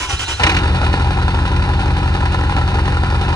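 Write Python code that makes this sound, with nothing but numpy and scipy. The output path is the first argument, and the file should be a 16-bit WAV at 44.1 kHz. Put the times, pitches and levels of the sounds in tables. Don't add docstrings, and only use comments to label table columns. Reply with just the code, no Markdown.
import sys
import numpy as np
from scipy import signal
from scipy.fft import rfft, irfft, next_fast_len
from scipy.io import wavfile
from scipy.ndimage import uniform_filter1d

SR = 44100
rng = np.random.default_rng(int(sys.argv[2]) if len(sys.argv) > 2 else 0)


def unload_wav(signal):
    wavfile.write(
        sys.argv[1],
        SR,
        np.round(np.clip(np.atleast_2d(signal).T, -1, 1) * 32767).astype(np.int16),
    )


def rack_gain(trim_db):
    fader = np.asarray(trim_db, float)
    return 10 ** (fader / 20)


N = 147735
T = np.arange(N) / SR
M = next_fast_len(N + 8192)
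HZ = np.fft.rfftfreq(M, 1 / SR)
CATCH_S = .396

# [t/s, grind level/dB, puff level/dB]
STROKES = [
    (.0, 0.5, -23.5),
    (0.093, 1.5, -1.5),
    (0.191, 0.5, -14.5),
    (0.279, 1, -13),
]
# [f/Hz, phase/rad]
ENGINE_LEAD = [(0, 0), (3190, 3.0), (4570, 7.3), (7150, 7.5), (8700, 6.1), (9730, 3.5), (11000, 2.6),
               (11800, -0.9)]


def evened(x):
    return x / np.sqrt(np.mean(x ** 2) + 1e-20)


def evened_response(response):
    return response / np.sqrt(np.mean(abs(response) ** 2))


def curve(points, at):
    return np.interp(at, *np.transpose(points))


def log_curve(points, at_hz):
    f, value = np.transpose(points)
    return np.interp(np.log(at_hz + 1), np.log(f), value)


def body(modes, sign=1):
    return sum(sign ** k * rack_gain(db) / (1 + 2j * (HZ - hz) / width)
               for k, (hz, width, db) in enumerate(modes))


def panels(modes):
    # [f/Hz, width/Hz, depth 0-1 (negative lifts)]
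    ground_dips = [(215, 40, .6), (560, 120, .3), (680, 90, .75), (1180, 120, .65), (1560, 90, .4),
                   (2200, 250, .5), (3250, 450, .55), (7600, 1800, .35), (9200, 800, -.9)]
    panel_db, panel_width_hz = 1.8, 40
    low_cut_hz, high_cut_hz = 240, 5500
    fine = evened(uniform_filter1d(rng.standard_normal(len(HZ)), size=int(panel_width_hz / HZ[1])))
    dips = np.prod([1 - depth / (1 + 2j * (HZ - hz) / width) for hz, width, depth in ground_dips], axis=0)
    low_cut = 1 + (low_cut_hz / (HZ + 1)) ** 8
    high_cut = 1 + (HZ / high_cut_hz) ** 2
    return body(modes) * dips * rack_gain(panel_db * fine) / low_cut / high_cut


def clicks(times, db):
    out = np.zeros(N)
    np.add.at(out, np.clip((np.asarray(times) * SR).astype(int), 0, N - 1), rack_gain(db))
    return out


def bursts(times, db, rise_s, fall_s):
    t = T[:4000]
    blow = np.minimum(t / rise_s, 1) * np.exp(-t / fall_s)
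    return signal.oaconvolve(clicks(times, db), blow)[:N]


def pair(left, right, lead):
    # [f/Hz, left-right level/dB]
    lean = [(60, 1.0), (130, 1.0), (270, 1.0), (570, 2.0), (1220, 2.5), (2580, -4.5), (5480, -2.0),
            (11600, 0.5)]
    tilt = rack_gain(log_curve(lean, HZ) / 2) * np.exp(.5j * curve(lead, HZ))
    return irfft(np.array([left * tilt, right / tilt]), M)[:, :N]


def ports(envelope, response, lead):
    # [f/Hz, likeness 0-1]
    likeness = [(60, .999), (250, .95), (1000, .88), (2500, .9), (5000, .6), (9000, .8)]
    noise = rng.standard_normal((2, N)) * envelope
    a, b = rfft(noise, M) * evened_response(response)
    same = np.clip(log_curve(likeness, HZ), 0, 1)
    return pair(a, same * a + np.sqrt(1 - same ** 2) * b, lead)


def crank_time(firings):
    # [t/s, firing rate/Hz]
    speed = [(.6, 44.95), (.67, 44.74), (.75, 42.51), (.9, 44.06), (1.1, 45.58), (1.4, 46.57), (1.7, 47.06),
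             (1.9, 46.85), (2.1, 45.31), (2.3, 44.56), (2.8, 44.96), (3.35, 44.95)]
    running = T >= .5984
    turns = np.cumsum(curve(speed, T) * running) / SR
    return np.interp(firings[firings < turns[-1]], turns[running], T[running])


def crank_hum():
    return ports((T < CATCH_S) * rack_gain(-28.5), body([(72, 50, 0)]) ** 2, ENGINE_LEAD)


def exhaust_rumble():
    u = 1j * HZ / 40
    response = u / (1 + u) * body([(130, 70, 0)]) ** 2
    return ports((T > CATCH_S) * rack_gain(-32), response, ENGINE_LEAD)


def gear_whine():
    # [start t/s, length/s, from f/Hz, to f/Hz, level/dB]
    whines = [(.165, .04, 3800, 4250, -38), (.245, .04, 3850, 4150, -36), (.3, .075, 3750, 4200, -36),
              (.086, .02, 5950, 5950, -35), (.278, .02, 7000, 7000, -39), (.0, .09, 1030, 1000, -35),
              (.085, .06, 810, 805, -34), (.265, .07, 890, 930, -38), (.0, .07, 2400, 2150, -37),
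              (.09, .07, 1480, 1300, -36), (.1, .065, 2900, 2450, -37), (.195, .05, 3150, 2800, -37),
              (.19, .07, 1500, 1400, -38), (.278, .06, 3250, 2750, -37)]
    waver_hz, lift_db = 170, 5
    whine = np.zeros(N)
    for s, length, from_hz, to_hz, db in whines:
        u = np.clip((T - s) / length, 0, 1)
        waver = waver_hz * evened(uniform_filter1d(rng.standard_normal(N), size=40))
        hz = (from_hz + (to_hz - from_hz) * u) * (1 + waver / 4000)
        swell = np.sqrt(abs(np.sin(np.pi * u)))
        whine += np.sqrt(2) * rack_gain(db + lift_db) * swell * np.sin(2 * np.pi * np.cumsum(hz) / SR)
    return whine


def starter():
    # [f/Hz, width/Hz, level/dB]
    housing = [(367, 140, 3), (920, 52, -34), (1174, 60, 6), (1540, 270, 9), (2750, 150, -8),
               (3120, 520, 16), (3930, 390, 2), (5710, 1640, 9.5), (7130, 860, 8.5), (9670, 870, 10.5)]
    # [f/Hz, phase/rad]
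    crank_lead = [(0, 0), (1640, 0.6), (3010, -4.0), (4910, -6.3), (5940, -0.1), (7750, 1.5), (9910, -3.5),
                  (11800, -0.5)]
    grind_db, rest_db = -22, -7
    rise_s, hold_s, fall_s = .0014, .045, .03
    grind = rack_gain(rest_db) * np.clip((CATCH_S + .05 - T) / .05, 0, 1)
    for s, db, _ in STROKES:
        t = T - s
        fall = np.exp(-np.clip(t - hold_s, 0, 9) / fall_s)
        grind = np.maximum(grind, rack_gain(db) * np.clip(t / rise_s, 0, 1) * fall)
    whine = rfft(gear_whine(), M)
    return ports(rack_gain(grind_db) * grind, panels(housing), crank_lead) + pair(whine, whine, crank_lead)


def firing_puffs():
    # [puff level/dB, runner lag/ms]
    cylinders = [(-5.2, -10.1), (-1.4, -8.5), (0, -11.1), (-.5, -8.3), (-3.6, -7.7), (.2, -11.5),
                 (-1.5, -8.6), (-.8, -9.8)]
    # [t/s, factor]
    unevenness = [(.6, 1.25), (1.1, 1), (3.35, 1.02)]
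    # [t/s, level/dB]
    catch_puffs = [
        (.404, -3),
        (.439, 2.3),
        (.462, -8),
        (.487, -9),
        (.499, -6.5),
        (.520, -3),
        (.545, .3),
        (.566, .4),
    ]
    spread_db = .7
    at = crank_time(np.arange(200))
    db, lag_ms = np.array(cylinders)[np.arange(len(at)) % 8].T
    uneven = curve(unevenness, at)
    lag_ms = lag_ms.mean() + (lag_ms - lag_ms.mean()) * uneven
    db = db * uneven + spread_db * rng.standard_normal(len(at))
    return clicks(at + lag_ms / 1000, db) + clicks(*np.transpose(catch_puffs))


def exhaust():
    # [f/Hz, width/Hz, level/dB]
    pipe = [(48.3, 22.3, -32.3), (73.9, 18.4, -25), (135.4, 14, -37), (178.6, 10, -43), (258, 30, -46),
            (312, 35, -48), (375, 30, -46)]
    # [f/Hz, width/Hz, level/dB]
    exhaust_tone = [(120, 16, 2), (176, 20, 8), (222, 16, -7)]
    low_cut_hz, high_cut_hz, slow_puff_hz = 40, 430, 120
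    cycle_s, stroke_puff_s = .178, .0365
    s, _, db = np.transpose(STROKES)
    slow = rfft(clicks(s + stroke_puff_s, db), M) / (1 + (HZ / slow_puff_hz) ** 4)
    puffs = rfft(firing_puffs(), M) + slow
    u = 1j * HZ / low_cut_hz
    low_cut = u ** 2 / (1 + np.sqrt(2) * u + u ** 2)
    tail = puffs * body(pipe, -0.98) * low_cut * SR * cycle_s / 2
    tail *= rack_gain(sum(db * np.exp(-((HZ - hz) / width) ** 2) for hz, width, db in exhaust_tone))
    tail /= 1 + (HZ / high_cut_hz) ** 6
    return pair(tail, tail, ENGINE_LEAD)


def catch_knocks():
    # [t/s, knock level/dB]
    firings = [
        (0.395, 5),
        (0.432, 19),
        (0.464, 17),
        (0.492, 14.5),
        (0.515, 8.5),
        (0.544, 8),
        (0.564, 13),
        (0.584, 2.5),
    ]
    # [f/Hz, width/Hz, level/dB]
    cold_ring = [(337, 71, 8), (804, 90, -12.5), (1395, 1500, 4.5), (2355, 720, 7.5), (2795, 220, 6),
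                 (3640, 210, -9), (5400, 520, -9), (9600, 1500, -9)]
    s, db = np.transpose(firings)
    return ports(bursts(s, db - 18.5, .005, .009), panels(cold_ring), ENGINE_LEAD)


def clatter():
    # [crank position/firings, low level/dB, high level/dB]
    knocks = [
        (.1, 1.5, -23.5),
        (1.45, 7, -4),
        (1.95, 2.5, -25),
        (2.5, 5.5, -12),
        (3.6, 6, -2),
        (4.2, 0, -36.5),
        (5.1, -2.5, -41.5),
        (6.45, -2, -1),
        (6.95, 3.5, -7),
        (7.55, 2, -6),
    ]
    # [t/s, peak level/dB, relative valve tick level/dB]
    hard = [(0.609, -26, -10), (0.63, -30.5, -30), (0.679, -23, -18.5), (0.745, -17, -22),
            (0.812, -15, -16), (0.844, -15.5, -2), (0.865, -9.5, -12.5), (0.894, -20, -12),
            (0.94, -5.5, -27), (0.975, -13, -12), (0.994, -20, -18.5), (1.02, -12.5, -9),
            (1.043, -22.5, -8.5), (1.073, -11, -24), (1.107, -11, -13), (1.172, -11, -18),
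            (1.217, -11.5, -18), (1.248, -19, -15), (1.281, -6, -19.5), (1.344, -10.5, -10),
            (1.389, -11, -12.5), (1.422, -13.5, -19), (1.453, -10.5, -10.5), (1.517, -13.5, -23),
            (1.561, -17.5, -5), (1.595, -14, -15), (1.622, -12.5, -9.5), (1.679, -16.5, -14.5),
            (1.734, -23.5, -33), (1.793, -12.5, -14.5), (1.855, -28, -21), (1.967, -14.5, -5.5),
            (2.028, -16, -25.5), (2.133, -31, -23), (2.151, -11.5, -20), (2.205, -17, -24),
            (2.255, -11, -9), (2.318, -15, -16.5), (2.345, -7, -23), (2.496, -7.5, -21),
            (2.524, -12.5, -25), (2.566, -9.5, -18.5), (2.585, -7.5, -25), (2.614, -11.5, -16.5),
            (2.678, -10.5, -21), (2.739, -17, -31), (2.755, -9.5, -41), (2.786, -10, -37),
            (2.854, -13.5, -12), (2.879, -8.5, -20), (2.903, -18.5, -16.5), (2.947, -15.5, -14.5),
            (2.97, -11, -12), (3.035, -10, -26), (3.102, -19.5, -25), (3.145, -11, -18),
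            (3.213, -13.5, -42), (3.26, -16.5, -16.5), (3.289, -10.5, -19.5), (3.323, -16, -20)]
    # [t/s, level/dB]
    load = [(.38, 12.5), (.6, 6), (.8, 4), (1.3, 2), (2, 2.4), (3.35, 2.5)]
    # [f/Hz, width/Hz, level/dB]
    block_modes = [(300, 26, 0.5), (488, 390, -7), (814, 130, -1.5), (976, 210, -1), (1342, 198, -2.5),
                   (1746, 57, -16)]
    # [f/Hz, width/Hz, level/dB]
    cover_modes = [(2916, 1400, 32), (2470, 51, 20.5), (3777, 400, 20.5), (5260, 400, -3.5),
                   (9300, 3100, 14)]
    spread_db, jitter_s, rise_s = 1.8, .0015, .002
    knock_db, tick_db, gear_low_db, gear_high_db = -26, -29, -29.5, -36
    hard_db, hard_tick_db, blow_db = -8, -7, 13

    place, low_db, high_db = np.tile(knocks, (25, 1)).T
    at = crank_time(place + 8 * (np.arange(len(place)) // len(knocks)))
    jitter, spread, tick_spread = rng.standard_normal((3, len(at)))
    at = at + jitter_s * jitter
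    extra = spread_db * spread
    low_db = low_db[:len(at)] + extra + knock_db
    high_db = high_db[:len(at)] + .5 * extra + spread_db * tick_spread + tick_db
    low = bursts(at, low_db, rise_s, .007)
    high = bursts(at, high_db, rise_s, .016)

    s, db, relative_tick_db = np.transpose(hard)
    low = np.hypot(low, bursts(s, db + hard_db, .0006, .004))
    high = np.hypot(high, bursts(s, db + relative_tick_db + hard_tick_db, rise_s, .012))

    running = (T > CATCH_S) * rack_gain(curve(load, T))
    block = panels(block_modes)
    blow = rfft(clicks(s, db + blow_db), M) * evened_response(block)
    return (ports(running * np.hypot(low, rack_gain(gear_low_db)), block, ENGINE_LEAD)
            + pair(blow, blow, ENGINE_LEAD)
            + ports(running * np.hypot(high, rack_gain(gear_high_db)), panels(cover_modes), ENGINE_LEAD))


def scene():
    return crank_hum() + exhaust_rumble() + starter() + exhaust() + catch_knocks() + clatter()


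def roll_off(x):
    return signal.sosfilt(signal.butter(12, 12240, fs=SR, output="sos"), x)


def record(dry):
    # [t/s, level/dB]
    openings = [
        (.2, -14),
        (.497, -17),
        (2.38, -6),
        (3.17, -6),
    ]
    limit, edge_hz, closed_db, opening_s = 1.05, 9680, -50, .007
    patch_db, patch_share, patch_length = -6, .4, 1536
    z = rfft(limit * np.tanh(dry / limit), M)
    below = irfft(z * (HZ < edge_hz), M)[:, :N]
    above = irfft(z * (HZ >= edge_hz), M)[:, :N]
    top = irfft(z * ((HZ > 11000) & (HZ < 11600)), M)[:, :N]
    on = 1. * (rng.random(N // patch_length + 1) < patch_share)
    patches = uniform_filter1d(np.repeat(on, patch_length)[:N], size=700)
    opening = rack_gain(closed_db) + sum(rack_gain(db) * np.exp(-((T - s) / opening_s) ** 2) for s, db in openings)
    return roll_off(below + opening * above + rack_gain(patch_db) * patches * top)


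dry = scene()
out = record(dry)
unload_wav(out)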